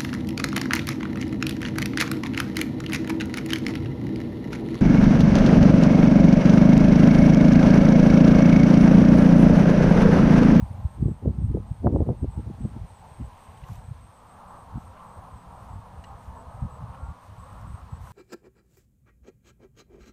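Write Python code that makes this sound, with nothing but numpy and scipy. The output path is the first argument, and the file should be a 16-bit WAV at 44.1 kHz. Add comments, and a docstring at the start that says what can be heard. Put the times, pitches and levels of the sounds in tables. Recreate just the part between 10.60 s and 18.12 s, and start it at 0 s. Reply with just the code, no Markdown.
"""An open beehive in a dry field. From the start, beating wings make bees hum faintly and bush crickets
chirp high up, over hissing grass and the tyre noise of a far road. For the first two seconds turbulent
eddies thump hard on the microphone, later only now and then. From about three seconds the beekeeper moves
beside the hive: friction rustles and scrapes, small impacts tick and knock. A far motor swells and fades
around five seconds, and a last knock and rustle end the scene."""
import sys
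import numpy as np
from scipy import signal
from scipy.fft import rfft, irfft, next_fast_len
from scipy.io import wavfile
from scipy.ndimage import uniform_filter1d, minimum_filter1d, map_coordinates

SR = 44100
rng = np.random.default_rng(int(sys.argv[2]) if len(sys.argv) > 2 else 0)


def dump(signal):
    """Clip the signal to [-1, 1] and save it as 16-bit WAV at the path in sys.argv[1]."""
    limited = np.clip(np.atleast_2d(signal).T, -1, 1)
    pcm = np.round(limited * 32767).astype(np.int16)
    wavfile.write(sys.argv[1], SR, pcm)


N = 331632

# Levels in the tables are relative: each source applies its own gain.
# dry grass and leaves stirring: time_s, body_db, fizz_db
GRASS_LEVELS = [(0.0, -66, -76.5), (0.6, -70, -82.5), (1.61, -69.5, -82), (1.93, -67, -81.5),
                (2.99, -66.5, -78.5), (3.44, -68.5, -81.5), (4.98, -68.5, -81), (6.43, -68.5, -85),
                (6.79, -67, -79), (7.52, -67.5, -82)]
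# lower part of the grass hiss: frequency_hz, density_db
GRASS_BODY_SPECTRUM = [(500, 3.5), (1500, 3.5), (2800, -2.5), (4200, -5.5), (5000, -10), (6200, -9.5),
                       (7500, -13.5), (9100, -7.5), (10400, -39), (15000, -34)]
# upper part of the grass hiss: frequency_hz, density_db
GRASS_FIZZ_SPECTRUM = [(2000, -15), (6000, -4), (9500, 4.5), (10300, -2), (11200, 1.5), (15000, 0)]
# far traffic: time_s, level_db
ROAD_LEVELS = [(0.0, -53), (0.65, -56.0), (3.1, -51.5), (3.45, -56), (3.65, -52.5), (3.95, -43.5),
               (4.3, -52.5), (4.4, -46), (4.85, -49), (4.95, -49), (5.2, -50), (5.55, -48), (5.7, -48.5),
               (6.05, -46.5), (6.5, -48.5), (6.6, -57), (6.8, -49), (7.51, -52.5)]
# tyre noise before the traffic's pace shifts it: frequency_hz, density_db
TYRE_SPECTRUM = [(150, -0.5), (340, -16), (420, -12), (510, -6), (650, -4), (850, 0.5), (1030, 2.5),
                 (1220, -3), (1450, -12.5), (1800, -21), (2500, -49), (5000, -41.5)]
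# centre of the tyre noise, following that pace: time_s, centre_hz
TYRE_CENTRES = [(2.3, 804), (3.91, 949.4), (5.37, 906.2), (6.5, 918), (7.0, 1059), (7.52, 905)]
# distant crickets, and a faint series of chirps near 9.5 kHz: pitch_hz, level_db, chirps_per_s
CRICKET_CHORUS = [(8230, -73.5, 2.7), (8600, -78, 5.4), (8900, -77, 3.5), (9500, -80, 3.2)]
# runs of the two nearest crickets: first_s, last_s, chirp_count, pitch_hz, level_db
CHIRP_RUNS = [(0.049, 1.125, 5, 8400, -72), (1.585, 2.566, 5, 8420, -70), (2.894, 4.546, 7, 8340, -71),
              (4.77, 6.022, 4, 8340, -76.5), (6.64, 7.16, 3, 8270, -74), (0.248, 0.503, 2, 8020, -73),
              (1.734, 4.509, 10, 8050, -72), (4.799, 6.478, 6, 7910, -74), (6.814, 7.373, 3, 8000, -71)]
# partials of a wingbeat: harmonic_number, level_db
WING_HARMONICS = [(1, -2), (2, -2.5), (3, -3.5), (4, 0), (5, -0.5), (6, -14.5), (7, -14.5), (8, -18.5),
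                  (9, -33.5), (10, -34.5), (11, -35), (12, -22.5)]
# activity of the circling bees: time_s, level_db
SWARM_LEVELS = [(0, 1.5), (.8, -3.5), (2, -3), (2.6, -5.5), (3.4, -3), (4, 2.5), (6.3, 0), (7.52, 0)]
# single bees passing close: nearest_s, half_width_s, wingbeat_hz, glide_hz_per_s, level_db
BEE_FLIGHTS = [(0.153, 0.19, 203, 21.5, -56), (2.851, 0.45, 216.7, 24, -62.5),
               (4.798, 0.14, 258, -37.5, -61), (5.9, 0.56, 250, 12, -57.5), (6.42, 0.15, 270, 61, -57)]
# clothes and feet brushing: centre_s, half_width_s, level_db
RUSTLES = [(0.147, 0.097, -81), (2.83, 0.024, -68), (3.09, 0.027, -64), (3.146, 0.036, -61),
           (4.23, 0.043, -68), (5.04, 0.034, -68), (5.65, 0.05, -67), (6.657, .025, -66),
           (7.43, 0.022, -66.5), (7.495, .04, -59)]
# friction noise of a rustle: frequency_hz, density_db
RUSTLE_SPECTRUM = [(800, 8), (2500, 2), (4500, -6), (6000, 0.5), (9000, -3), (10300, -7), (12500, -1.5),
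                   (15000, -11)]
# short dry scrapes: centre_s, half_width_s, level_db
SCRAPES = [(2.7, .2, -74), (2.98, 0.18, -70), (4.38, 0.033, -66), (5.48, .012, -67), (6.352, 0.024, -67.5)]
# friction noise of a scrape: frequency_hz, density_db
SCRAPE_SPECTRUM = [(900, -45), (1600, 7), (3000, 6.5), (4500, -16), (7000, -25), (10000, -35)]
# dry fibres breaking: centre_s, level_db
SNAPS = [(3.087, -58), (3.133, -54), (3.157, -57), (6.931, -62), (7.014, -62.5)]
# crackle of a breaking fibre: frequency_hz, density_db
SNAP_SPECTRUM = [(1000, -19), (6000, 4), (10000, -6), (13000, 1), (15000, 0)]
# small contacts of the keeper's handling: start_s, level_db, ring_db, crack_db
TICKS = [(3.041, -64, -3, -14), (3.084, -63, -17, -4), (5.440, -55, -7, -5), (5.4443, -53, -6, -9),
         (6.347, -61, -10, -17), (7.471, -66, -9, -9)]
# resonances of a tick: frequency_hz, level_db, t60_s
TICK_MODES = [(1950, -3, 0.051), (2870, 0.5, 0.033), (4030, -6, 0.026), (5900, -11, .015)]
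# soft knocks on wood: start_s, level_db
KNOCKS = [(3.086, -47), (4.368, -49), (6.291, -58), (6.345, -46), (7.471, -45.5)]
# resonances of the wood: frequency_hz, level_db, t60_s
WOOD_MODES = [(810, 5, 0.03), (1075, 7, 0.042), (1480, 1, 0.029)]
# strength of the wind between puffs: time_s, level_db
WIND_LEVELS = [(0.0, -36), (1.05, -33.5), (1.2, -40.5), (1.7, -28.5), (2.35, -43.5), (2.65, -42),
               (2.8, -51.5), (3.05, -40), (3.4, -41.5), (3.55, -52.5), (3.9, -56), (4.2, -38),
               (4.35, -54.5), (4.6, -45.5), (6.35, -39.5), (6.6, -49), (6.75, -44), (7.51, -38)]
# rumble of light air: frequency_hz, density_db
BREEZE_SPECTRUM = [(15, -44), (30, -18), (50, -1), (80, -0.5), (110, -1), (145, -10.5), (200, -13.5),
                   (320, -28), (600, -60.5), (1500, -120)]
# sharpest slaps of air inside the puffs: centre_s, peak_db
AIR_SLAPS = [(.459, -24), (.484, -21), (.660, -18), (.972, -18), (1.247, -18.5), (1.2702, -8), (1.362, -13),
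             (1.406, -16.5), (1.491, -14), (1.645, -19.5), (1.902, -26.5), (2.052, -22.5)]
# big eddies striking the microphone: centre_s, half_width_s, level_db, nominal_cutoff_hz
BIG_EDDIES = [(0.032, 0.006, -20, 118), (0.107, 0.0065, -27.5, 110), (0.251, 0.011, -20.5, 110),
              (0.43, 0.026, -18.5, 224), (0.482, 0.021, -21, 242), (0.671, 0.023, -19.5, 319),
              (0.721, 0.019, -24, 226), (0.808, 0.027, -25, 211), (0.851, 0.013, -19, 127),
              (0.909, 0.0088, -22.5, 204), (0.967, 0.02, -21, 293), (1.118, 0.01, -24, 145),
              (1.268, 0.018, -14.5, 480), (1.358, 0.032, -18.5, 385), (1.418, 0.012, -16.5, 430),
              (1.498, 0.022, -20, 424), (1.64, 0.017, -23, 237), (1.788, 0.013, -25, 259),
              (1.888, 0.015, -28.5, 290), (2.044, 0.039, -27, 200), (2.166, 0.0075, -29.5, 230),
              (2.235, 0.012, -32, 107), (2.609, 0.012, -30, 204), (3.115, 0.012, -31, 125),
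              (3.307, 0.013, -30, 101), (4.166, 0.014, -27, 174), (6.043, 0.017, -24.5, 126),
              (6.235, 0.024, -34.5, 116), (6.413, 0.043, -34.5, 89), (6.502, 0.015, -31.5, 89),
              (7.147, 0.022, -35, 106), (7.325, 0.0095, -31.5, 102)]


def amp(db):
    """Amplitude grows tenfold with every 20 dB."""
    return 10 ** (np.asarray(db) / 20)


def unit(x):
    """Normalisation to rms 1."""
    return x / np.sqrt(np.mean(x ** 2) + 1e-20)


def clock():
    """Uniform sampling: the time of every sample in seconds."""
    return np.arange(N) / SR


def curves(rows):
    """Linear interpolation: one value per sample for each column after the time."""
    times, *columns = np.transpose(rows)
    return [np.interp(clock(), times, column) for column in columns]


def wobble(rate):
    """Smooth random modulation: a spline through `rate` Gaussian knots a second."""
    steps = np.arange(0, N / SR * rate + 1, 1 / 10)
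    knots = rng.standard_normal(int(N * rate / SR) + 4)
    return np.interp(clock() * rate, steps, map_coordinates(knots, [steps]))


def bell(x, half):
    """A Gaussian around zero; its half-width is one standard deviation."""
    return np.exp(-.5 * (x / half) ** 2)


def filtered(x, response):
    """Linear filtering multiplies the spectrum by a frequency response."""
    size = next_fast_len(len(x) + 8192)
    return irfft(rfft(x, size) * response(np.fft.rfftfreq(size, 1 / SR)), size)[:len(x)]


def noise(spectrum):
    """Spectral shaping turns white noise into coloured noise of rms 1."""
    knots_hz, db = np.transpose(spectrum)
    response = lambda hz: amp(np.interp(np.log(hz + 1), np.log(knots_hz), db))
    return unit(filtered(rng.standard_normal(N), response))


def add(out, start_s, x):
    """Superposition: x adds to out from start_s on."""
    start = round(start_s * SR)
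    x = x[max(-start, 0):max(N - start, 0)]
    out[max(start, 0):][:len(x)] += x


def grass(body_db=5.5, fizz_db=6.0):
    """Stirring blades and leaves sum incoherently to a soft broadband hiss."""
    body, fizz = curves(GRASS_LEVELS)
    body_hiss = amp(body + body_db) * noise(GRASS_BODY_SPECTRUM)
    return body_hiss + amp(fizz + fizz_db) * noise(GRASS_FIZZ_SPECTRUM)


def shimmer(x, depth_db=2.2):
    """Scintillation: moving air strengthens and weakens narrow bands of a far sound."""
    bands = signal.stft(x, nperseg=2048)[2]
    fading = uniform_filter1d(rng.standard_normal(bands.shape), size=3, axis=0)
    fading = unit(uniform_filter1d(fading, size=4, axis=1))
    return unit(signal.istft(bands * amp(depth_db * fading), nperseg=2048)[1][:N])


def road(gain_db=-0.47, flutter_db=1.55, unshifted_hz=950):
    """Rolling noise: the spectrum of the tyres shifts upward with the speed of the cars."""
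    db, centre_hz = curves(ROAD_LEVELS) + curves(TYRE_CENTRES)
    read_position = np.cumsum(centre_hz / unshifted_hz)
    tyres = map_coordinates(shimmer(noise(TYRE_SPECTRUM)), [read_position], mode="mirror")
    return amp(db + gain_db + flutter_db * wobble(16)) * tyres


def motor(drone_hz=180, level_db=-58.5, nearest_s=5.27, half_s=1.04):
    """Level falls with distance: a passing motor's drone swells, wavers on the wind and fades."""
    pitch_hz = drone_hz * (1 + .018 * wobble(9))
    swell = amp(level_db + 4 * wobble(8)) * bell(clock() - nearest_s, half_s)
    return swell * unit(np.sin(2 * np.pi * np.cumsum(pitch_hz) / SR))


def chirp(pitch_hz, half_s, stroke_hz=121, glide_hz_per_s=1500):
    """Stridulation: quick strokes drive a wing resonance at a slightly rising, raspy pitch."""
    t = np.arange(-SR // 10, SR // 10) / SR
    strokes = 1 + 0.44 * np.cos(2 * np.pi * (stroke_hz * rng.normal(1, .03) * t + rng.random()))
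    phase = 2 * np.pi * (pitch_hz * t + .5 * glide_hz_per_s * t ** 2)
    rasp = lambda: .65 * unit(filtered(rng.standard_normal(len(t)), lambda hz: bell(hz, 220)))
    tone = (1 + rasp()) * np.cos(phase) + rasp() * np.sin(phase)
    return unit(strokes * tone) * bell(t ** 2, half_s ** 2)  # flat-topped envelope


def crickets(near_db=2.5, lead_s=0.1):
    """Nearly periodic calls superpose: two close crickets chirp over a distant chorus."""
    out = np.zeros(N)
    for first_s, last_s, count, hz, db in CHIRP_RUNS:
        for s in np.linspace(first_s, last_s, round(count)):
            late, sharp, loud = rng.standard_normal(3)
            call = chirp(hz + 45 * sharp, half_s=0.035)
            add(out, s + 0.011 * late - lead_s, amp(db + near_db + 1.8 * loud) * call)
    for hz, db, rate in CRICKET_CHORUS:
        for beat, (late, sharp, loud) in enumerate(rng.standard_normal((36, 3))):
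            s = (beat + 0.24 * late) / rate
            if s < N / SR:
                add(out, s - lead_s, amp(db + 2 * loud) * chirp(hz + 50 * sharp, half_s=0.042))
    return out


def buzz(wingbeat_hz):
    """An unsteady wingbeat radiates a harmonic series, each partial fading in and out as the bee turns."""
    shake = 1 + .009 * wobble(18)
    phase = 2 * np.pi * np.cumsum(wingbeat_hz * shake) / SR
    partials = (amp(db + 4.6 * wobble(8)) * np.sin(round(k) * phase + rng.uniform(0, 2 * np.pi))
                for k, db in WING_HARMONICS)
    return unit(sum(partials))


def bees(count=7, wing_hz=235, spread=.13, level_db=-59, dip_hz=375, dip_half_hz=60, dip_db=-10):
    """Circling bees with unequal wing rates beat together in a hum; now and then one passes close."""
    swarm = sum(amp(0.5 * wobble(2.97)) * buzz(wing_hz * (1 + spread * offset + .03 * wobble(3)))
                for offset in np.linspace(-1, 1, count))
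    out = amp(level_db + curves(SWARM_LEVELS)[0]) * unit(swarm)
    for nearest_s, half_s, wingbeat_hz, glide_hz_per_s, db in BEE_FLIGHTS:
        t = clock() - nearest_s
        pitch_hz = (wingbeat_hz + glide_hz_per_s * np.clip(t, -1, 1)) * (1 + .012 * wobble(5))
        out += amp(db) * bell(t, half_s) * buzz(pitch_hz)
    # a notch stands for the ground reflection cancelling the low middle
    return filtered(out, lambda hz: amp(dip_db * bell(hz - dip_hz, dip_half_hz)))


def noise_swells(rows, spectrum, grain_db):
    """Amplitude modulation shapes noise into swells; fast random modulation adds grain."""
    swell = sum(amp(db) * bell(clock() - s, half_s) for s, half_s, db in rows)
    return swell * unit(amp(grain_db * wobble(500)) * noise(spectrum))


def friction():
    """Sliding friction: the keeper's clothes and dry stalks brush and scrape."""
    rustles = noise_swells(RUSTLES, RUSTLE_SPECTRUM, grain_db=0.5)
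    return rustles + noise_swells(SCRAPES, SCRAPE_SPECTRUM, grain_db=6.0)


def snaps(half_s=.0007, gain_db=3.5):
    """Brittle fracture: each dry fibre breaks in a millisecond or so of bright crackle."""
    return noise_swells([(s, half_s, db + gain_db) for s, db in SNAPS], SNAP_SPECTRUM, grain_db=0)


def ring(modes, t):
    """Free vibration: each mode of a struck body is an exponentially damped sine."""
    return sum(amp(db - 60 * t / t60) * np.sin(2 * np.pi * hz * t) for hz, db, t60 in modes)


def impacts(tick_db=13.0, crack_t60_s=0.014, crack_hz=8000, knock_attack_s=0.00056):
    """Impact excites modes: the keeper's small contacts tick with a crack, or knock softly on wood."""
    out, t = np.zeros(N), np.arange(SR // 10) / SR
    for s, db, ring_db, crack_db in TICKS:
        hiss = filtered(rng.standard_normal(len(t)), lambda hz: bell(hz ** 2, crack_hz ** 2))
        crack = amp(crack_db - 60 * t / crack_t60_s) * hiss
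        add(out, s, amp(db + tick_db) * (amp(ring_db) * ring(TICK_MODES, t) + crack))
    for s, db in KNOCKS:
        add(out, s, amp(db) * (1 - np.exp(-t / knock_attack_s)) * ring(WOOD_MODES, t))
    return out


def breeze(gain_db=-4.0, lumpy_db=4.0):
    """Pressure fluctuations in light air keep a lumpy rumble on the microphone."""
    db, = curves(WIND_LEVELS)
    return amp(db + gain_db) * unit(amp(lumpy_db * wobble(17)) * noise(BREEZE_SPECTRUM))


def turbulence(hz, top_hz, low_hz=60, slope=0.94):
    """A power-law spectrum ends steeply at the finest swirls; the microphone sheds the deepest part."""
    hz = hz + 1
    bass_loss = 1 + (low_hz / hz) ** 10
    treble_loss = (1 + (hz / top_hz) ** 6) * (1 + (hz / (1.7 * top_hz)) ** 12)
    return hz ** -slope / np.sqrt(bass_loss * treble_loss)


def slaps(gain_db=-1.0, mean_rebound_s=0.00704, rebound_db=-5, ref_hz=560, ref_db=-16.5, octave_db=10.5):
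    """A pressure impulse: an eddy breaks on the microphone port, pushes and pulls, then rebounds."""
    out, t = np.zeros(N), np.arange(-SR // 30, SR // 30) / SR
    impulse = (t == 0).astype(float)
    for s, db in AIR_SLAPS:
        for delay_s, peak_db in [(0, db), (mean_rebound_s * (.5 + rng.random()), db + rebound_db)]:
            top_hz = ref_hz * 2 ** ((peak_db - ref_db) / octave_db)  # a harder slap reaches higher
            rotation = np.exp(2j * np.pi * rng.random())
            slap = filtered(impulse, lambda hz: rotation * turbulence(hz, top_hz, low_hz=200, slope=0.6))
            add(out, s + delay_s + t[0], amp(peak_db + gain_db) * slap / np.abs(slap).max())
    return out


def eddy(half_s, top_hz, lumpy_db=5.0, lumps_per_s=110):
    """A passing vortex is a short lumpy swell of turbulent pressure, centred in a third of a second."""
    t = np.arange(-SR // 6, SR // 6) / SR
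    swell = bell(t, half_s)
    lumps = amp(lumpy_db * map_coordinates(rng.standard_normal(64), [(t - t[0]) * lumps_per_s]))
    stir = swell * lumps * rng.standard_normal(len(t))
    return np.sqrt(np.mean(swell ** 2)) * unit(filtered(stir, lambda hz: turbulence(hz, top_hz)))


def puffs(gain_db=-1.0, cutoff_scale=1.21, eddies_per_s=6, over_wind_db=1.5, scatter_db=3):
    """Turbulence has many scales: big eddies thump, small ones flutter with the wind's strength."""
    out, lead_s = np.zeros(N), (SR // 6) / SR
    for s, half_s, db, nominal_hz in BIG_EDDIES:
        add(out, s - lead_s, amp(db + gain_db) * eddy(half_s, cutoff_scale * nominal_hz))
    for beat, (late, loud) in enumerate(rng.uniform(-0.81, 1, size=(48, 2))):
        s = (beat + late / 2) / eddies_per_s
        db = np.interp(s, *np.transpose(WIND_LEVELS)) + over_wind_db + scatter_db * loud
        add(out, s - lead_s, amp(db) * eddy(half_s=0.0091, top_hz=110))
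    return out


def scene():
    """Superposition: the pressures of all sources add at one microphone."""
    wind = puffs() + slaps() + breeze()
    field = road() + motor() + bees() + crickets() + grass()
    keeper = friction() + impacts() + snaps()
    return (wind + field + keeper)[None]


def record(dry, ceiling=0.42, top_hz=15250):
    """Peak limiting holds down thumps above the ceiling; band limiting removes all above top_hz."""
    needed_gain = ceiling / np.maximum(np.abs(dry[0]), ceiling)
    gain = uniform_filter1d(minimum_filter1d(needed_gain, size=400), size=300)
    return filtered(dry[0] * gain, lambda hz: hz < top_hz)[None]


dry = scene()
out = record(dry)
dump(out)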